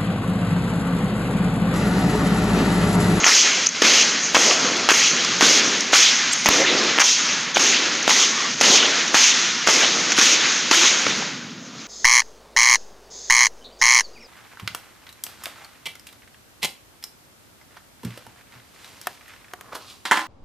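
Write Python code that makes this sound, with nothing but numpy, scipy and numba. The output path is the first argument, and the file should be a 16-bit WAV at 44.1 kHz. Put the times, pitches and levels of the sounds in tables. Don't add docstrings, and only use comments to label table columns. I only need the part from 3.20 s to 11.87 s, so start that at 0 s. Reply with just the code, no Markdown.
import sys
import numpy as np
from scipy import signal
from scipy.fft import rfft, irfft, next_fast_len
from scipy.io import wavfile
from scipy.ndimage import uniform_filter1d
from numba import njit

SR = 44100
rng = np.random.default_rng(int(sys.argv[2]) if len(sys.argv) > 2 else 0)


def transcribe(u):
    v = np.clip(np.atleast_2d(u).T, -1, 1)
    q = np.round(v * 32767).astype(np.int16)
    wavfile.write(sys.argv[1], SR, q)


def boost(x):
    u = np.asarray(x, float) / 20
    return 10 ** u


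N = 382347

# frequency in Hz, density in dB per Hz.
AIR_SPECTRUM = [(15, -89), (25, -61), (59, -57), (105, -21), (172, -9), (216, -8.5), (251, -6.5),
                (500, -36), (650, -58), (1100, -120)]
BODY_SPECTRUM = [(35, -57), (60, -30), (172, -10), (230, 0.5), (428, -0.5), (652, -4.5), (860, -9.5),
                 (1400, -5.5), (1820, -65), (3080, -120)]
SCRAPE_SPECTRUM = [(470, -21), (800, -5.5), (1450, 0), (1720, 0), (2080, 1.5), (3030, 1), (4200, 1),
                   (5460, -2.5), (9240, -120)]
HISS_SPECTRUM = [(2060, -5.5), (3500, -0.5), (4350, -4), (6460, 6.5), (6860, 2), (8100, -17), (8600, -21.5),
                 (11200, -35.5), (18900, -120)]
FIZZ_SPECTRUM = [(4590, -28), (7800, -2), (8150, -6), (12500, -13), (13800, -19), (15700, -22)]

# start in seconds, peak in dB.
KNOCKS = [
    (3.2863, -13),
]
# frequency in Hz, level in dB.
STAND_MODES = [(12800, -4), (15300, 3)]
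# start in seconds, peak in dB, pitch in Hz, length in seconds,
# fizz in dB over the peak.
BRUSHES = [(0.4635, -7, 5300, 0.011, -27), (0.471, 2.5, 6360, 0.0052, -45), (0.476, -12, 6300, 0.0088, -37),
           (0.491, -10, 6730, 0.0076, -40), (1.568, -14, 5030, 0.014, -21.5),
           (1.655, -21, 5660, 0.012, -25), (2.049, -9, 4300, 0.008, -25), (2.608, -9, 5200, 0.009, -23),
           (2.723, -16, 6100, 0.0093, -28), (3.127, -16, 6360, 0.0036, -20), (3.133, -11, 7400, 0.012, -18),
           (3.247, -15, 5960, 0.012, -16), (3.636, -18, 4150, 0.013, -20), (4.345, -10.5, 6460, 0.018, -30),
           (4.828, -12, 6460, 0.012, -26), (5.407, -8, 5700, 0.0031, -27), (5.88, -13, 6200, 0.01, -25),
           (6.476, -3.5, 5780, 0.011, -29), (6.92, -10, 4000, 0.0088, -32), (6.923, -8, 6300, 0.012, -34),
           (6.969, -15, 4500, 0.014, -14), (7.8, -26, 6000, 0.049, -16), (7.869, -20, 5960, 0.048, -20),
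           (7.97, -30, 6000, .045, -13)]
# start in seconds, length in seconds, peak in dB, centre in Hz,
# glide in octaves.
SKIDS = [(0.055, 0.025, -23, 900, -.8), (0.108, .02, -17, 2050, .1), (3.118, .022, -24, 7500, .1),
         (3.128, 0.01, -25, 7850, 0.19), (3.14, .11, -44, 8900, -.1), (3.261, .009, -16, 6300, .1),
         (3.38, 0.14, -23, 2080, .05), (3.433, .1, -25, 3600, -.05), (3.438, .02, -21, 1750, .1),
         (3.51, .04, -26, 2700, -.2), (4.887, 0.045, -24, 850, .6), (4.92, 0.079, -25, 2000, .1),
         (4.998, 0.047, -27, 1150, -0.0069), (5.43, 0.036, -20, 3150, .05), (5.575, .02, -19, 2250, .05),
         (5.605, 0.064, -18, 3050, .05), (5.62, .02, -24, 1500, .05), (6.964, .015, -22, 3000, .1),
         (7.51, .014, -19, 796, -0.047), (7.52, .03, -21, 1360, .1), (7.562, .12, -28.5, 350, .05),
         (7.792, .016, -27, 1800, .1), (8.05, .25, -44, 1500, -.1), (2.8, .1, -24, 3400, .15),
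         (7.862, .009, -19, 2100, .05), (7.6, 0.12, -23.5, 2200, .1), (0.648, .012, -17, 2100, .1),
         (1.154, 0.0087, -13, 5800, -.1), (1.176, .005, -14, 6500, .05), (4.36, .008, -17, 3200, .05),
         (4.3695, 0.0036, -11, 2300, 0.048), (3.802, .014, -18, 2200, .1), (2.25, .025, -18, 6400, .05),
         (2.046, .008, -24, 1200, .2), (7.862, 0.0092, -24, 500, .1), (5.117, .2, -31, 1140, .05),
         (8.017, .012, -30, 846, .1)]
# start in seconds, length in seconds, peak in dB,
# centre in Hz.
SCUFFS = [(0.056, 0.06, -20, 1100), (0.693, .15, -17, 2780), (1.248, 0.086, -22, 450),
          (1.288, 0.061, -34, 2600), (1.805, 0.09, -19, 2850), (2.804, 0.1, -16.5, 3120),
          (3.368, 0.09, -20.5, 493), (3.387, 0.15, -23, 2400), (3.462, 0.12, -23.5, 383),
          (3.797, 0.025, -20, 6200), (4.477, 0.12, -19.5, 2630), (4.97, 0.038, -24, 2580),
          (5.45, 0.12, -22, 433), (5.548, 0.074, -14.5, 2920), (6.609, 0.081, -18, 3060),
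          (7.06, 0.11, -37, 3300), (7.595, 0.061, -32, 3020), (7.617, 0.065, -27.5, 374),
          (7.842, 0.1, -29.5, 245), (7.952, 0.065, -30.5, 222), (8.523, 0.14, -46, 200),
          (8.524, .13, -45, 4500), (4.351, .014, -22, 3100), (.35, 0.089, -36, 450),
          (1.747, 0.086, -24, 1820), (1.782, 0.46, -39, 223), (2.449, 0.062, -33, 227),
          (2.933, 0.19, -45, 240), (.07, 0.18, -21, 4500), (3.45, 0.12, -30, 3550),
          (3.807, 0.057, -32, 710), (4.096, 0.28, -35, 1160), (4.953, 0.066, -24, 1130),
          (5.187, 0.11, -35, 1030), (5.34, 0.066, -43, 357), (5.435, 0.048, -29, 3150),
          (5.588, 0.088, -29, 446), (5.882, .06, -35, 355), (6.596, 0.068, -18.5, 1810),
          (6.613, 0.048, -22, 720), (6.73, 0.099, -41, 225), (7.216, 0.09, -32.5, 282),
          (7.596, 0.088, -20, 1300), (6.59, .08, -27, 6200), (7.874, .05, -26, 1800),
          (0.03, .013, -17, 2500), (6.96, 0.015, -22, 3200), (5.62, 0.044, -25, 3080),
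          (6.626, .05, -33, 3170), (3.795, 0.022, -19, 2000)]

# start in seconds, length in seconds, hiss in dB, scrape in dB,
# body in dB over the scrape.
DRAGS = [(0.046, 0.16, -13, -22, -14), (0.619, 0.2, -13.5, -18, -9.5), (1.145, 0.19, -16.5, -23.5, -5),
         (1.69, 0.19, -17.5, -24.5, -11.5), (2.209, 0.17, -13, -18, -7), (2.729, 0.16, -15.5, -19.5, -15),
         (3.258, 0.15, -17.5, -22.5, -4), (3.796, 0.14, -17.5, -24.5, -17), (4.361, 0.15, -19, -22.5, -7.5),
         (4.878, 0.16, -15, -23.5, -8), (5.412, 0.15, -10.5, -20, -8), (5.942, 0.15, -13, -20, -13.5),
         (6.469, 0.16, -17, -23.5, -7), (6.979, 0.16, -12.5, -19.5, -11), (7.512, 0.17, -14, -21, -14.5)]
# rattle in dB over the scrape, change of the hiss in dB (below 0 it sags), time
# of that change after the start in seconds.
LANDINGS = [(2, 1, 0.023), (2, -1, 0.016), (14, -0.5, .038), (15, 1.5, 0.042), (1, -0.5, 0.036),
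            (2.5, 4.5, 0.026), (8.5, -3.5, 0.047), (15.5, 3, 0.012), (-17, 0, .02), (2, -2, 0.044),
            (-6, -5.5, 0.0095), (5, -0.5, 0.02), (10.5, 0.5, 0.02), (4.5, 0, .03), (3, -1.5, 0.02)]
# lag of the scrape behind the hiss in seconds, hiss in dB,
# hiss fade in dB per second, scrape in dB, body in dB over the scrape.
SLIDES = [(0.012, -17.5, 32.5, -19, -13), (0.0059, -21, 27, -21.5, -10), (0.0076, -21.5, 22, -22.5, -5),
          (0.02, -22.5, 17, -21, -10), (0.007, -20.5, 28.5, -20.5, -6), (0.0044, -20.5, 23.5, -21.5, -14),
          (0.16, -23.5, 14.5, -21.5, -3), (0.024, -23, 21.5, -22, -13), (0.12, -23.5, 16, -21, -7.5),
          (0.0033, -22, 20, -23, -9), (0.12, -20, 21, -21.5, -8.5), (0.023, -20, 26.5, -21, -12),
          (0.087, -21, 12.5, -22.5, -6), (0.022, -20, 22, -20, -12), (0.0033, -20.5, 30.5, -20, -12.5)]
# start in seconds, length in seconds, depth in dB.
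DIPS = [(.468, .08, -9), (.046, .02, -9), (.626, .021, -8), (2.213, .005, -5), (5.955, .008, -4),
        (6.477, .006, -6), (7.519, .01, -5), (1.18, .008, -5), (1.727, .008, -5), (3.27, .016, -9),
        (3.295, .008, -6), (3.789, .008, -8), (3.822, .018, -8), (4.32, .025, -5), (4.384, .01, -7),
        (4.882, .011, -8), (5.345, .05, -4), (5.42, .016, -5), (6.98, .004, -10), (7.0, .012, -8)]
UPPER_BODY_DB = [2.5, -0.5, 3.5, 0, -2, 0, -1.5, 0.1, -3.5, -5.5, 3, -2, 0.5, -1, 4.5]

# start in seconds, peak in dB, ring in Hz.
TAPS = [(0.0579, -10, 1770), (0.0686, -8, 1790), (0.0719, -11, 2970), (0.0774, -5, 1490), (0.0818, 1, 2110),
        (0.0886, -4, 1700), (0.0929, 2, 1890), (0.6548, -8, 2200), (0.6682, -10, 2500), (1.1559, -10, 3060),
        (1.1742, -9, 1380), (1.1934, -9, 1960), (1.6926, -6, 2480), (1.7, -10, 1060), (1.7049, -9, 1510),
        (1.7105, -6, 3250), (1.7209, -9, 3420), (1.7402, -3, 2910), (2.2159, 0, 1450), (2.2201, -7, 1230),
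        (2.2324, -10, 2240), (2.2354, -10, 1980), (2.2443, -10, 3080), (2.2477, -10, 2000),
        (2.2552, -9, 1770), (2.2603, -8, 2970), (2.7352, 2, 2110), (2.7402, -8, 3010), (2.7464, -10, 2090),
        (2.7512, -7, 1140), (2.7612, -8, 2090), (2.7661, -9, 3250), (3.2662, -6, 2970), (3.8057, -11, 2090),
        (3.8116, -9, 2300), (4.3975, -10, 2170), (4.9045, -7, 1980), (5.4334, -10, 3400),
        (5.4408, -10, 3210), (5.4558, -7, 3190), (5.9485, -9, 900), (5.9525, -2, 1320), (5.9693, -7, 2630),
        (5.995, -10, 3570), (6.4801, -9, 2650), (6.4841, -24, 600), (6.509, -10, 2020), (6.9902, -6, 3210),
        (6.9947, -10, 3320), (7.0122, -7, 3210), (7.02, 0, 1940), (7.0263, -10, 3360), (7.5151, -8, 2990),
        (7.5427, -2, 1610), (7.5488, 0, 2170)]
# start in seconds, peak in dB, thump pitch in Hz,
# snap in dB over the thump, crack in dB over the thump.
SLAPS = [(0.04, -10.5, 1260, 10, -3), (0.618, -9, 410, 3.5, -9), (1.1443, -5.5, 1020, -15, 11),
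         (1.6864, -8, 925, 5, 14), (2.207, -12, 800, 9, 1), (2.73, -8.5, 690, -2, -1),
         (3.257, -7, 930, -8, 13), (3.784, -5.5, 1200, 8, -13), (4.367, -5, 780, 2, -11),
         (4.876, -9, 656, 8, 11), (5.409, -8, 796, 4, -3), (5.942, 0.5, 1320, -4, -23),
         (6.471, -2, 1500, -16, -17), (6.983, -14.5, 314, 3.5, -4), (7.5101, -13.5, 358, 13, 6)]
BOUNCES = [(0.062, -11, 770, 4, 0), (0.646, -28, 1420, 6, 2), (1.158, -12.5, 1410, 3, -5),
           (1.165, -5.5, 640, -8, -7), (1.308, -22.5, 348, 14.5, -9), (1.703, -8, 1400, -3, 16),
           (1.713, -11, 360, 5.5, -6), (1.734, -19, 1290, 9, 1), (2.22, -5, 1270, -10.5, 5.5),
           (2.224, -13, 308, 7, -9), (2.753, -14, 1420, 10, 1), (3.2853, -3.5, 1100, -6, -2),
           (3.799, -11, 1420, -10, 14), (4.892, -15, 947, 4, 8), (4.905, -15, 1110, 8, -2),
           (5.957, -19, 1410, -2, -1), (6.484, -10, 634, -10, -3), (6.917, -21, 1130, 8, 15),
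           (6.983, -8, 2120, -10, 0.5), (7.012, -25, 1490, 4, 8), (7.533, -14, 1350, -10, 1)]
DROPS = [
    (3.7777, -7, 1800, -9, -16),
    (7.864, -16, 900, 11.5, -16),
    (8.022, -19, 1100, -12, -16),
    (8.55, -39, 402, 2, -12),
]

# time in seconds, share cancelled from 0 to 1.
SHADOW = [(0, 0.7), (1.9, 0.66), (2.2, 0.2), (3.0, .2), (3.3, 0.1), (8.67, .05)]
SHADOW_HZ = 3670


def level(x, db):
    return x * boost(db) / np.sqrt(np.mean(x ** 2))


def colour(x, table):
    hz, db = np.transpose(table)
    size = next_fast_len(len(x))
    log_hz = np.log(np.arange(size // 2 + 1) * SR / size + 1)
    outside = np.maximum(np.log(hz[0]) - log_hz, 0) + np.maximum(log_hz - np.log(hz[-1]), 0)
    gain = boost(np.interp(log_hz, np.log(hz), db) - 60 * outside)
    return irfft(rfft(x, size) * gain, size)[:len(x)]


def band(x, lo_hz, hi_hz):
    return signal.sosfilt(signal.butter(2, [lo_hz, hi_hz], "band", fs=SR, output="sos"), x)


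@njit
def sweep(x, hz, q):
    y, b, l = np.empty(len(x)), 0., 0.
    for i in range(len(x)):
        g = np.tan(np.pi * hz[i] / SR)
        v = (b + g * (x[i] - l)) / (1 + g * (g + 1 / q))
        b, l, y[i] = 2 * v - b, l + 2 * g * v, v / q
    return y


def notch(x, hz, q, share):
    return x - np.clip(share, 0, 1) * sweep(x, np.full(N, 1. * hz), 1. * q)


@njit
def follow(x, attack, release):
    y, e = np.empty(len(x)), 0.
    for i in range(len(x)):
        e += (x[i] - e) * (attack if x[i] > e else release)
        y[i] = e
    return y


def walk(rate):
    k = int(SR / rate)
    held = np.repeat(rng.standard_normal(N // k + 1), k)
    return 2.28 * uniform_filter1d(uniform_filter1d(held, k), k)[:N]


def add(out, s, sound):
    i = max(int(s * SR), 0)
    out[i:i + len(sound)] += sound[:len(out) - i]


def contact():
    stop_s, settle_s = 8.0, 0.38
    attack_s, peel_s = 0.0035, 0.04
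    airborne_s, airborne_db = 0.043, -1.5
    approach_s, approach_db = 0.0061, 2
    fizz_land, fizz_drag, fizz_slide, fizz_hush, fizz_approach = -15, -24.5, -30.5, -35, -35
    t = np.arange(N) / SR
    first = DRAGS[0][0] - attack_s
    ends = [row[0] - attack_s for row in DRAGS[1:]] + [stop_s]
    fibre = [(first, -30, -40)]  # s, hiss dB, fizz dB over it
    weight = [(first, -25, -3, -4)]  # s, scrape dB, body dB over it, dull share dB below 1.8 kHz
    for drag_row, slide_row, landing, end in zip(DRAGS, SLIDES, LANDINGS, ends):
        s, length, hiss, scrape, body = drag_row
        lag, slide_hiss, fade, slide_scrape, slide_body = slide_row
        _, sag, sag_s = landing
        peel, hush_start = s + length, end - airborne_s
        lost = fade * (hush_start - peel - peel_s)
        faded = slide_hiss - lost
        fibre += [(s, hiss, fizz_land),
                  (s + sag_s, hiss + sag, fizz_land),
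                  (peel, hiss, fizz_drag),
                  (peel + peel_s, slide_hiss, fizz_slide),
                  (hush_start, faded, fizz_hush),
                  (end - approach_s, faded + airborne_db, fizz_hush),
                  (end, faded + airborne_db + approach_db * (end < stop_s), fizz_approach)]
        peel += abs(lag)
        weight += [(s, scrape + 4.5, body + 1, -4.5),
                   (peel, scrape, body, -3 + 0.67 * body),
                   (peel + peel_s, slide_scrape, slide_body, -4),
                   (end, slide_scrape - 0.88 * lost, slide_body, -5)]
    fibre += [(stop_s + settle_s, -48, -40), (t[-1], -41, -33)]
    weight += [(stop_s + settle_s, -42.5, -7.5, -5), (t[-1], -43.5, -6, 1)]
    fibre, weight = np.transpose(fibre), np.transpose(weight)
    hiss_db, fizz_db = (np.interp(t, fibre[0], column) for column in fibre[1:])
    scrape_db, body_db, dull_db = (np.interp(t, weight[0], column) for column in weight[1:])
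    dip_db = sum(db * (1 - 0.6 * (t - s) / length) * ((t > s) & (t < s + length)) for s, length, db in DIPS)
    dip_db = uniform_filter1d(dip_db, size=200)
    return hiss_db + dip_db, fizz_db, scrape_db + 0.95 * dip_db, body_db, dull_db


def air():
    duck_db = -0.59 * np.maximum(contact()[0] + 27, 0)
    swell_db = 1.5 * walk(4)
    rumble = boost(swell_db + duck_db) * level(colour(rng.standard_normal(N), AIR_SPECTRUM), -41)
    return rumble + level(band(rng.standard_normal(N), 30, 16000), -64.0)


def hall(x):
    t60_s, hall_db = 0.67, -9
    t = np.arange(int(.6 * SR)) / SR
    tail = rng.standard_normal(len(t)) * boost(-60 * t / t60_s) * (t > .006)
    return x + boost(hall_db) * signal.fftconvolve(x, tail / np.sqrt(np.sum(tail ** 2)))[:N]


def knocks():
    out, t = np.zeros(N), np.arange(int(.08 * SR)) / SR
    for s, db in KNOCKS:
        jolt = np.sin(2 * np.pi * 75 * t) * np.exp(-t / 0.0037)
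        tick = boost(2) * rng.standard_normal(len(t)) * np.exp(-t / 0.0018)
        tick += boost(-21) * band(rng.standard_normal(len(t)), 9000, 15800) * np.exp(-t / 0.008)
        modes = sum(boost(ring_db) * np.sin(2 * np.pi * hz * t) for hz, ring_db in STAND_MODES)
        add(out, s + 0.001, boost(db) * (jolt + tick + modes * np.exp(-t / 0.0012)))
    return out


def brushes():
    out, t = np.zeros(N), np.arange(int(.05 * SR)) / SR
    noise = rng.standard_normal((len(BRUSHES), len(t)))
    for (s, db, hz, length, fizz_db), grit in zip(BRUSHES, noise):
        swell = np.sin(np.pi * np.clip(t / length, 0, 1) ** 0.7)
        rub = band(grit, 0.91 * hz, max(6960, 1.08 * hz))
        rub = level(band(rub, 0.86 * hz, max(6600, 0.6 * hz)), 0)
        fizz = level(band(grit, 7900, 10900) + 0.44 * band(grit, 6800, 15500), fizz_db + 1.5)
        wash = level(band(grit, 900, 5000), -13)
        add(out, s - .003, boost(db - 8) * (rub + fizz + wash) * swell)
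    return out


def fibres(smooth):
    snaps_per_s, spread_db = 6000, 3.5
    hit = rng.random(N) < snaps_per_s / SR
    size_db = spread_db * np.minimum(rng.exponential(size=N), 2.2)
    return level(hit * rng.standard_normal(N) * boost(size_db), 0) + smooth * rng.standard_normal(N)


def skids():
    q = 5.9
    out, grains = np.zeros(N), fibres(0.5) * boost(2 * walk(120))
    for s, length, db, hz, glide in SKIDS:
        part, i = np.linspace(0, 1, int(length * SR)), int(s * SR)
        centre_hz = hz * 2 ** (glide * (part - .5))
        ring = sweep(sweep(grains[i:i + len(part)], centre_hz, q), centre_hz, q)
        add(out, s, level(ring, db) * np.sin(np.pi * part) ** .5)
    return out


def scuffs():
    glide_octaves = 0.6
    out, grains = np.zeros(N), fibres(0.31) * boost(1.2 * walk(60))
    for s, length, db, hz in SCUFFS:
        part, i = np.linspace(0, 1, int(length * SR)), int(s * SR)
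        centre_hz = hz * 2 ** (glide_octaves * (part - .5))
        q = 1.5 if hz > 1800 else 0.99
        rub = sweep(sweep(grains[i:i + len(part)], centre_hz, q), centre_hz, q)
        add(out, s, level(rub, db) * np.sin(np.pi * part ** 1.3) ** .5)
    return out


def drag():
    hiss_db, fizz_db, scrape_db, body_db, dull_db = contact()
    spectra = (HISS_SPECTRUM, FIZZ_SPECTRUM, SCRAPE_SPECTRUM, BODY_SPECTRUM)
    hiss, fizz, broad, body = (level(colour(fibres(1.6), table), 0) for table in spectra)
    gap_hz = np.clip(2500 * boost(-.7 * (dull_db + 9.5) + .5 * walk(13)), 1300, 3800)
    lift = 0.15 + 0.2 * np.abs(dull_db + 7.0)
    scrape = level(broad + lift * sweep(broad, gap_hz, 2.2), 0) / np.sqrt(.6 + .4 * lift)
    lower = signal.sosfiltfilt(signal.butter(2, 547, fs=SR, output="sos"), body)
    starts = np.transpose(DRAGS)[0]
    wave = np.maximum(np.searchsorted(starts, np.arange(N) / SR) - 1, 0)
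    body = boost(np.array(UPPER_BODY_DB)[wave]) * (body - lower) + lower
    for centre_hz in (2900, 4700):
        strength = .5 * boost(2.5 * walk(35))
        whistle_hz = np.clip(centre_hz * boost(1.1 * walk(20)), 1500, 6800)
        hiss = hiss + strength * sweep(hiss, whistle_hz, 5.)
    hiss = level(hiss, 0)
    flutter = 0.19 * walk(25)
    levels_db = hiss_db + 1.5, hiss_db + fizz_db + .2, scrape_db + 0.057, scrape_db + body_db + 0.098
    ranges = zip(levels_db, (hiss, fizz, scrape, body))
    return sum(boost(db + flutter + 0.5 * walk(14)) * x for db, x in ranges)


def patter():
    out, part = np.zeros(N), np.linspace(0, 1, int(0.04 * SR))
    grains = band(fibres(0.33) * boost(1.8 * walk(300)), 900, 3600)
    for (s, _, _, scrape_db, _), (rattle_db, *_) in zip(DRAGS, LANDINGS):
        i = int(s * SR)
        add(out, s, level(grains[i:i + len(part)], scrape_db + rattle_db) * (1 - part ** 3))
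    return out


def taps():
    cycles = 2.2
    out, t = np.zeros(N), np.arange(int(.012 * SR)) / SR
    for (s, db, hz), noise in zip(TAPS, rng.standard_normal((len(TAPS), len(t)))):
        ring = np.sin(2 * np.pi * hz * t) * np.exp(-t * hz / cycles) * np.minimum(t / 0.00028, 1)
        grit = boost(-22) * noise * np.exp(-t / 0.0014)
        add(out, s, boost(db - 2) * (ring + grit))
    return out


def slaps():
    out, t = np.zeros(N), np.arange(int(.08 * SR)) / SR
    rows = SLAPS + BOUNCES + DROPS
    fades_s = [0.012] * len(SLAPS) + [0.035] * len(BOUNCES) + [0.016] * len(DROPS)
    noise = rng.standard_normal((len(rows), 2, len(t)))
    for (s, db, hz, snap_db, crack_db), fade_s, grit in zip(rows, fades_s, noise):
        thump = np.sin(2 * np.pi * hz * t) * np.exp(-t * hz / .75)
        thump += boost(-25.5) * np.sin(2 * np.pi * 340 * t) * np.exp(-t / 0.0033)
        decay = np.exp(-6.9 * t / fade_s)
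        snap = level(band(grit[0], 1060, 3120), snap_db - 0.5) * decay
        crack = level(band(grit[1], 5000, 15000), crack_db - 8.5) * decay
        add(out, s + .002, boost(db) * (2.6 * thump + snap + crack))
    return signal.sosfilt(signal.butter(3, 230, "high", fs=SR, output="sos"), out)


def hush():
    from_db, ahead_s = -16, 0.003
    t = np.arange(N) / SR - .002
    rows = [row for row in SLAPS + BOUNCES if row[1] > from_db]
    gain_db = sum(-0.8 * (db - from_db) * ((t > s - ahead_s) & (t < s)) for s, db, *_ in rows)
    return boost(uniform_filter1d(gain_db, size=50))


def scene():
    port_hz, port_top_db = 7140, -23.5
    ahead = hush()
    impacts = hall(slaps() + taps()) + ahead * patter()
    hits = notch(impacts, SHADOW_HZ + 200, 4.7, 0.65) + ahead * scuffs()
    dull = signal.sosfilt(signal.butter(8, port_hz, fs=SR, output="sos"), hits)
    top = signal.sosfilt(signal.butter(4, port_hz, "high", fs=SR, output="sos"), hits)
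    mono = dull + boost(port_top_db) * top + brushes() + knocks()
    mono += ahead * (drag() + air() + skids())
    cancelled = np.interp(np.arange(N) / SR, *np.transpose(SHADOW))
    mono = notch(mono, SHADOW_HZ, 16, cancelled)
    return np.array([mono, mono])


def thin_top(x):
    hz, _, z = signal.stft(x, SR, "cosine", nperseg=2048)
    size = np.abs(z)
    near = uniform_filter1d(size, size=25, axis=0)
    chance = np.repeat(rng.random((len(hz) // 16 + 1, z.shape[1] // 2 + 1)), 16, axis=0)
    chance = np.repeat(chance, 2, axis=1)[:len(hz), :z.shape[1]]
    dropped = chance < .16 * hz[:, None] / 12000
    top = np.sum(size[hz > 12000] ** 2, axis=0)
    steady = top < 2.5 * uniform_filter1d(top, size=9)
    lost = steady & (hz[:, None] > 8000) & (dropped | (size < 1.05 * near))
    return signal.istft(np.where(lost, 0, z), SR, "cosine", nperseg=2048)[1][:N]


def top_cut(x):
    return signal.sosfilt(signal.butter(12, 15850, fs=SR, output="sos"), x)


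def record(dry):
    attack_s, release_s = 0.00053, 0.052
    loud = follow(np.abs(dry[0]), 1 / (attack_s * SR), 1 / (release_s * SR))
    loud = uniform_filter1d(loud, size=130)
    ducked = dry[0] * (boost(-10.0) / np.maximum(loud, boost(-7.0))) ** 0.37
    seamed = notch(ducked, 7900, 29, 0.59)
    mono = thin_top(np.clip(seamed, -.95, .95))
    mono = signal.sosfilt(signal.ellip(8, .2, 60, 15850, fs=SR, output="sos"), mono)
    return top_cut(np.array([mono, mono]))


dry = scene()
out = record(dry)
transcribe(out)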